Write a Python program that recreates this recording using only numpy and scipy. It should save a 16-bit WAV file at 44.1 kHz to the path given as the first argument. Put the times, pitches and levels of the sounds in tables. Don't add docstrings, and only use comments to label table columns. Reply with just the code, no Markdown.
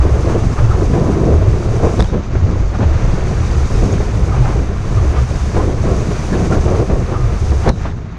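import sys
import numpy as np
from scipy import signal
from scipy.fft import rfft, irfft, next_fast_len
from scipy.io import wavfile
from scipy.ndimage import uniform_filter1d, minimum_filter1d, map_coordinates

SR = 44100
rng = np.random.default_rng(int(sys.argv[2]) if len(sys.argv) > 2 else 0)


def dump_mix(stems):
    frames = np.atleast_2d(stems).T
    limited = np.clip(frames, -1, 1)
    pcm = np.round(limited * 32767).astype(np.int16)
    wavfile.write(sys.argv[1], SR, pcm)


N = 360738

# [t/s, thump level/dB, slap level/dB, spatter level/dB, decay/s]
SLAPS = [(0.155, -15, -28, -50, 0.02), (0.288, -18, -25, -49, 0.03), (0.652, -28, -31, -50, 0.011),
         (0.807, -16, -29, -47, 0.016), (0.932, -13, -24, -51, 0.022), (1.333, -11, -30, -50, 0.016),
         (1.423, -14, -26, -52, 0.018), (1.799, -14, -28, -50, 0.0086), (1.834, -8, -28, -52, 0.038),
         (1.991, -6.5, -26, -29, 0.011), (2, -2, -24, -29, 0.0036), (2.138, -12, -28, -51, 0.011),
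         (2.352, -6.5, -26, -47, 0.0091), (2.553, -17, -28, -45, 0.0038), (2.825, -11, -23, -42, 0.019),
         (4.002, -15.5, -28, -47, 0.028), (5.564, -8.5, -26, -46, 0.033), (5.829, -15.5, -28, -50, 0.032),
         (6.338, -17, -22, -49, 0.018), (6.442, -23, -24, -49, 0.011), (6.519, -24, -24, -47, 0.035),
         (6.678, -13, -26, -48, 0.017), (6.896, -23, -25.5, -45, 0.012), (7.095, -26, -27, -50, 0.012),
         (7.515, -14, -30, -44, 0.019), (7.673, -3, -17.5, -30, 0.016), (7.691, -4.5, -20, -21, 0.0036),
         (7.697, -5, -32, -40, 0.003), (7.853, -19.5, -27, -49, 0.022)]
# [t/s, nominal loss of fizz/dB, drain time/s, sizzle f/Hz, glide/(Hz/s), sizzle level/dB]
WATER_FILMS = [(2.05, 9.5, 0.58, 3700, -100, -55), (7.701, 7, 2.5, 4000, -2000, -53)]


def wind():
    # [t/s, level/dB]
    head_wind = [(0.0, -14), (0.42, -14.5), (0.62, -11), (1.08, -16), (1.38, -13), (1.85, -15.0),
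                 (2.7, -14), (2.95, -15), (3.45, -14), (4.42, -12), (4.75, -11.5), (5.05, -14.5),
                 (5.4, -14.5), (5.9, -14), (6.2, -18.5), (6.7, -11.5), (7.68, -17), (7.76, -15),
                 (8.18, -30)]
    # [t/s, shedding f/Hz, bell width/s, glide/(Hz/s)]
    shedding = [(0.101, 71.5, 0.12, 60), (0.653, 116.7, 0.032, -150), (1.379, 84.6, 0.091, 150),
                (1.712, 114, 0.029, 99.5), (2.044, 47.73, 0.037, -78.5), (2.441, 87.5, 0.02, 401.5),
                (2.644, 51.3, 0.042, -59.5), (2.92, 72.3, 0.043, -80.5), (3.064, 32, 0.033, 1.5),
                (3.623, 71, 0.037, -80), (3.808, 38.2, 0.035, 50.5), (4.424, 122.4, 0.029, -60),
                (4.587, 56, 0.026, -250), (4.987, 93, 0.033, -400), (5.145, 66, 0.07, -22.5),
                (7.238, 117.8, 0.038, -300), (7.548, 69.65, 0.11, -61)]
    # [start t/s, length/s, flutter level/dB, drumming level/dB]
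    gusts = [(0.0, 0.19, -23.5, -26), (0.233, .13, -17.5, -23), (0.417, 0.042, -40, -20),
             (0.767, 0.051, -17.5, -25), (0.891, 0.21, -19, -17.5), (1.122, 0.23, -18, -19),
             (1.397, 0.36, -24.5, -28.5), (1.794, 0.093, -17, -25), (1.965, 0.048, -23, -18),
             (2.11, 0.062, -24, -20), (2.408, 0.13, -27, -21), (2.782, 0.022, -19, -16),
             (2.964, 0.35, -31, -26.5), (3.793, 0.14, -22, -19), (4.485, 0.12, -25.5, -24.5),
             (4.99, 0.16, -29, -33), (5.53, 0.17, -22.5, -33), (5.84, 0.14, -19.5, -21),
             (6.048, 0.34, -29.5, -25), (6.314, 0.11, -19.5, -15.5), (6.497, 0.071, -15.5, -17),
             (6.656, 0.16, -17.5, -29), (6.873, 0.098, -20.5, -19.5), (7.062, 0.081, -22.5, -41),
             (7.51, 0.026, -25.5, -40), (7.65, 0.015, -18.5, -12)]
    # [f/Hz, relative density level/dB]
    rumble_spectrum = [(10, -18), (20, 2.5), (32, -4.5), (48, -1.5), (70, 1.5), (95, -2), (125, -2),
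                       (155, -16.5), (200, -36), (600, -63), (1500, -120)]
    drum_spectrum = [(100, -29.5), (150, 1.5), (185, 0.5), (230, -4), (270, -8.5), (350, -21), (900, -79)]
    flutter_spectrum = [(120, -37), (230, -20.5), (300, 1.5), (400, 2), (500, -2), (720, -8.5), (860, -18),
                        (1080, -15), (1600, -30.5), (3000, -42.5), (8000, -100)]
    usual_db = -13.5
    buffet_db, unrest_db = 0.25, 1.27
    drum_db, flutter_db = -26, -28
    drum_grows, flutter_grows = 0.46, 1
    in_step_share, in_step_lift_db = 0.57, 3.5
    in_step_calm_db = 6
    shove_db, shove_s = -10, 0.013

    wind_db, = curves(head_wind)
    excess_db = wind_db - usual_db - lee_db()

    pressure = steady(noise(rumble_spectrum), span=0.13)
    orderly = np.zeros(N)
    for s, hz, length, glide in shedding:
        in_step = swell(s, length)
        share = np.clip(in_step_share * in_step, 0, 1)
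        since = np.clip(np.arange(N) / SR - s, -2 * length, 2 * length)
        tone = wavering(hz + glide * since, drift=0.79, rate=20)
        pressure = np.sqrt(1 - share) * pressure + np.sqrt(share) * tone
        orderly = orderly + in_step

    swing_db = unrest_db * wobble(15) + in_step_lift_db * orderly
    buffet = amp(usual_db + excess_db + buffet_db + swing_db)
    shove = sum(amp(db + shove_db) * burst(s, shove_s, 0.0016, 0.0083) for s, db, *_ in SLAPS)

    drum_power = amp(drum_db + drum_grows * excess_db - in_step_calm_db * orderly) ** 2
    flutter_power = amp(flutter_db + flutter_grows * excess_db) ** 2
    for s, length, gust_flutter_db, gust_drum_db in gusts:
        gust = burst(s, length, attack=0.012, release=0.051)
        flutter_power = flutter_power + (amp(gust_flutter_db) * gust) ** 2
        drum_power = drum_power + (amp(gust_drum_db) * gust) ** 2

    drum = steady(noise(drum_spectrum) * amp(3.45 * wobble(35)), span=0.18)
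    bursts = amp(0.9 * pressure + 1.87 * wobble(70))
    flutter = steady(bursts * noise(flutter_spectrum), span=0.52)
    eddies = np.sqrt(drum_power) * drum + np.sqrt(flutter_power) * flutter
    return np.hypot(buffet, shove) * pressure + amp(1.4 * wobble(28)) * eddies


def lee_db():
    # [t/s, depth/dB, bell width/s]
    lulls = [(0.549, 23, 0.0065), (1.627, 4, 0.029), (1.928, 5, 0.012), (2.094, 6.5, 0.018),
             (2.263, 9.5, 0.039), (2.68, 3, 0.076), (3.688, 5, 0.016), (4.078, 2.5, 0.054), (4.7, 5, 0.13),
             (5.27, 7.5, 0.014), (5.465, 2.5, 0.053), (6.06, 3.5, 0.025), (6.858, 5, 0.025),
             (7.045, 3, 0.059), (7.737, 13, 0.027)]
    return sum(db * swell(s, length) for s, db, length in lulls)


def splashes():
    # [f/Hz, relative density level/dB]
    thump_spectrum = [(30, 11.5), (90, 9), (250, 1), (450, 1), (750, -8.5), (1150, -16.5), (1700, -24),
                      (2500, -49), (8000, -100)]
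    slap_spectrum = [(200, -5), (600, 9), (1500, 2), (2500, -7.5), (3800, -18.5), (8000, -41), (13000, -90)]
    spatter_spectrum = [(300, -15), (1000, -6), (2000, -10), (3000, -4), (4050, 7), (4800, -5.5), (5550, 0),
                        (6500, -3), (8000, -18), (13000, -38), (15000, -71)]
    thump = steady(noise(thump_spectrum), span=0.0087)
    slap, spatter = noise(slap_spectrum), noise(spatter_spectrum)
    out, t = np.zeros(N), np.arange(SR // 4) / SR
    for s, thump_db, slap_db, spatter_db, decay in SLAPS:
        start = round(s * SR)
        part = slice(start, start + len(t))
        blow = (1 - np.exp(-t / 0.0016)) * np.exp(-t / decay)
        water = amp(thump_db) * thump[part] + amp(slap_db) * slap[part] + amp(spatter_db) * spatter[part]
        out[part] += blow * water
    return out


def drops():
    # [t/s, peak level before muffling/dB, pitch factor, brightness/(dB/octave)]
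    taps = [(2.0002, -1, 1.02, -3), (2.0055, -3, 0.946, 3), (2.015, -21, 1.02, 9), (2.0247, -9.5, 1.03, 2),
            (2.045, -14, 0.87, 1), (7.6915, -5.5, 1.11, 5.5)]
    # [f/Hz, relative level/dB, t60/s]
    case_modes = [(1110, 14, 0.004), (1800, 5, 0.005), (3720, 1, 0.011), (4950, 2, 0.0051),
                  (5800, -16, .006), (8600, -16, 0.004)]
    crack_db, crack_t60_s = -19, 0.0054
    out, t = np.zeros(N + SR), np.arange(SR // 2) / SR
    pivot_hz = case_modes[2][0]
    for s, db, pitch, tilt_db in taps:
        tap = amp(crack_db - 60 * t / crack_t60_s) * rng.standard_normal(len(t))
        for hz, level, t60 in case_modes:
            mode_db = level + tilt_db * np.log2(hz / pivot_hz) + rng.normal(0, 2.4)
            tap += amp(mode_db - 60 * t / t60) * np.sin(2 * np.pi * pitch * hz * t)
        out[round(s * SR):][:len(t)] += amp(db) * tap / np.abs(tap).max()
    wall = signal.butter(8, 9600, fs=SR, output="sos")
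    return signal.sosfilt(wall, out[:N])


def whitewater():
    # [t/s, level/dB]
    wash = [(0.0, -32), (0.82, -33), (1.09, -31), (2.32, -32), (2.78, -33), (2.96, -28.5), (4.49, -31),
            (5.5, -29.5), (5.78, -32.5), (6.1, -28), (6.77, -31), (7.35, -31.5), (7.68, -31), (7.73, -40.5),
            (7.86, -28), (7.95, -40), (8.18, -38.5)]
    # [t/s, level/dB, bell width/s]
    surges = [(0.106, -33.5, 0.16), (0.34, -32.5, 0.05), (0.574, -30, 0.09), (0.748, -29, 0.032),
              (1.17, -39, 0.17), (1.866, -29.5, 0.065), (2.5, -34, 0.037), (2.754, -26, 0.011),
              (2.82, -28, 0.025), (4.362, -28, 0.05), (4.459, -29, 0.011), (4.508, -29, 0.04),
              (5.17, -28.5, 0.026), (5.61, -29, 0.036), (5.868, -29, 0.014), (6.375, -38, 0.011),
              (6.545, -31, 0.036), (6.755, -32, 0.047), (7.14, -28.5, 0.021), (7.662, -24, 0.025),
              (7.86, -40, 0.019)]
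    # [f/Hz, relative density level/dB]
    churn_spectrum = [(150, -19), (400, -11.5), (700, 2), (850, 1), (1020, 2), (1300, 1.5), (1600, -1.5),
                      (2400, -6), (3100, -13), (4500, -15.5), (9000, -51)]
    slosh_spectrum = [(200, -23), (450, -4), (780, 7), (950, 3.5), (1250, 2.5), (1600, -5), (2400, -12),
                      (3200, -17), (4500, -28.5), (9000, -60)]
    trim_db, lumps_db = -1, 2
    lee_share = 0.32

    wash_db, = curves(wash)
    rush = unit(noise(churn_spectrum) * amp(1.12 * wobble(60)))
    gurgle = bubbles(count=5000, centre_hz=1410, spread=1.0, cycles=18, scatter_db=3.0, rise=0.088, size=800)
    gurgle = steady(coloured(gurgle, churn_spectrum), span=0.11)
    churn = amp(-3.0) * rush + amp(-6.0) * gurgle

    surge = sum(amp(db) * swell(s, length) for s, db, length in surges)
    slosh = steady(noise(slosh_spectrum) * amp(lumps_db * wobble(90)), span=0.28)
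    return amp(wash_db + trim_db - lee_share * lee_db()) * churn + surge * slosh


def gurgles():
    # [t/s, f/Hz, level/dB, bell width/s]
    pockets = [(0.584, 1210, -25, 0.0049), (0.718, 1310, -23.5, 0.0064), (1.058, 998, -37, 0.11),
               (3.926, 6570, -31.5, 0.0033), (4.329, 1240, -28.5, 0.009), (4.98, 1217, -28.5, 0.0096),
               (5.18, 1184, -28, 0.01), (5.592, 1018, -29, 0.02), (6.335, 1724, -29, 0.007),
               (6.53, 1375, -24.5, 0.0068), (7.159, 1214, -26, 0.012), (7.235, 1217, -36, 0.04)]
    wavers = 1.6
    out = np.zeros(N)
    for s, hz, db, length in pockets:
        out += amp(db) * swell(s, length) * wavering(hz, drift=1.0, rate=wavers / length)
    return out


def foam():
    # [f/Hz, relative density level/dB]
    hiss_spectrum = [(1200, -30), (2300, 0.5), (3300, -5), (3750, -1), (4100, -5), (4600, 0), (5300, -0.5),
                     (6200, 3.5), (6700, 0.5), (7300, -5), (8500, -23), (11000, -46)]
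    fizz_spectrum = [(6000, -36), (7500, 2.5), (8500, 1), (10000, -5), (11200, -11.5), (12500, -18.5),
                     (15000, -33)]
    fizz_db, spread_s = -9.5, 0.15
    wet_db = sum(db * burst(s, spread_s, spread_s, drain) for s, db, drain, *_ in WATER_FILMS)
    pops = bubbles(count=9000, centre_hz=5230, spread=0.873, cycles=38, scatter_db=4.5, rise=0.04, size=250)
    hiss = amp(2.0) * noise(hiss_spectrum) + amp(-7.0) * coloured(pops, hiss_spectrum)
    fizz = noise(fizz_spectrum) * amp(fizz_db - wet_db + 0.69 * wobble(300))
    return amp(foam_level() + 0.93 * wobble(40)) * (hiss + fizz)


def foam_level():
    # [t/s, level/dB]
    foam_passages = [
        [(0.0, -40.5), (0.55, -39), (1.45, -42.5), (1.97, -39), (2.18, -46.5), (2.7, -43.5), (3.15, -39.5),
         (3.88, -36.5), (4.15, -41), (4.57, -40), (4.71, -45), (5.0, -39.5), (5.6, -38), (5.79, -42),
         (5.87, -37.5), (6.55, -37.5), (7.05, -42.5), (7.69, -38.5)],
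        [(7.71, -48), (7.78, -45), (7.815, -43), (7.875, -46), (7.92, -51.5), (8.18, -57)],
    ]
    hiss_db = -3.5
    return curves(np.vstack(foam_passages))[0] + hiss_db


def films():
    ring_s, width_hz, uneven_db = 0.16, 380, 5
    out = np.zeros(N)
    for s, _, _, hz, glide, db in WATER_FILMS:
        pitch = hz + glide * np.clip(np.arange(N) / SR - s, 0, ring_s)
        phase = 2 * np.pi * np.cumsum(pitch) / SR
        band = unit(wobble(width_hz) * np.cos(phase) + wobble(width_hz) * np.sin(phase))
        out += amp(db) * burst(s, 0.06, 0.0061, ring_s) * band
    return amp(uneven_db * wobble(50)) * out


def bubbles(count, centre_hz, spread, cycles, scatter_db, rise, size):
    when, pitch, strength = rng.random((count, 3)).T
    hz = np.clip(centre_hz * np.exp(spread * (2 * pitch - 1)), 100, SR / 3)
    turns = hz[:, None] * np.arange(size) / SR
    age = turns / cycles
    ring = np.sin(2 * np.pi * turns * (1 + rise * age / 2)) * np.exp(-np.log(1000) * age)
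    loud = amp(-scatter_db * np.log(np.maximum(strength, .004)))
    at = (when * N).astype(int)[:, None] + np.arange(size)
    return unit(np.bincount(at.ravel(), (loud[:, None] * ring).ravel(), N)[:N])


def wavering(hz, drift, rate):
    turns = np.cumsum(hz * np.ones(N)) / SR
    return np.sqrt(2) * np.sin(2 * np.pi * (turns + rng.random()) + drift * wobble(rate))


def swell(s, length):
    return np.exp(-.5 * np.minimum(((np.arange(N) / SR - s) / length) ** 2, 100))


def burst(s, length, attack, release):
    t = np.arange(N) / SR - s
    return (1 - np.exp(-np.maximum(t, 0) / attack)) * np.exp(-np.clip((t - length) / release, 0, 40))


def wobble(rate):
    return map_coordinates(rng.standard_normal(int(N * rate / SR) + 4), [np.arange(N) * rate / SR])


def curves(rows):
    s, *cols = np.transpose(rows)
    return [np.interp(np.arange(N) / SR, s, c) for c in cols]


def noise(spectrum):
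    return coloured(rng.standard_normal(N), spectrum)


def coloured(x, spectrum):
    f, db = np.transpose(spectrum)
    return unit(filtered(x, lambda hz: amp(np.interp(np.log(hz + 1), np.log(f), db))))


def filtered(x, response):
    m = next_fast_len(N + 8192)
    return irfft(rfft(x, m) * response(np.fft.rfftfreq(m, 1 / SR)), m)[:N]


def steady(x, span):
    window = signal.windows.hann(int(span * SR) + 3)
    return unit(x / np.sqrt(np.abs(signal.fftconvolve(x ** 2, window, "same")) + 1e-9))


def unit(x):
    return x / np.sqrt(np.mean(x ** 2) + 1e-20)


def amp(db):
    return 10 ** (np.asarray(db) / 20)


def scene():
    water = splashes() + drops() + whitewater() + gurgles() + foam() + films()
    return (wind() + water)[None]


def record(dry):
    needed = 1 / np.maximum(1, np.abs(dry[0]) / .97)
    gain = uniform_filter1d(minimum_filter1d(needed, size=181), size=181)
    return filtered(dry[0] * gain, lambda hz: hz < 15100)[None]


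dry = scene()
out = record(dry)
dump_mix(out)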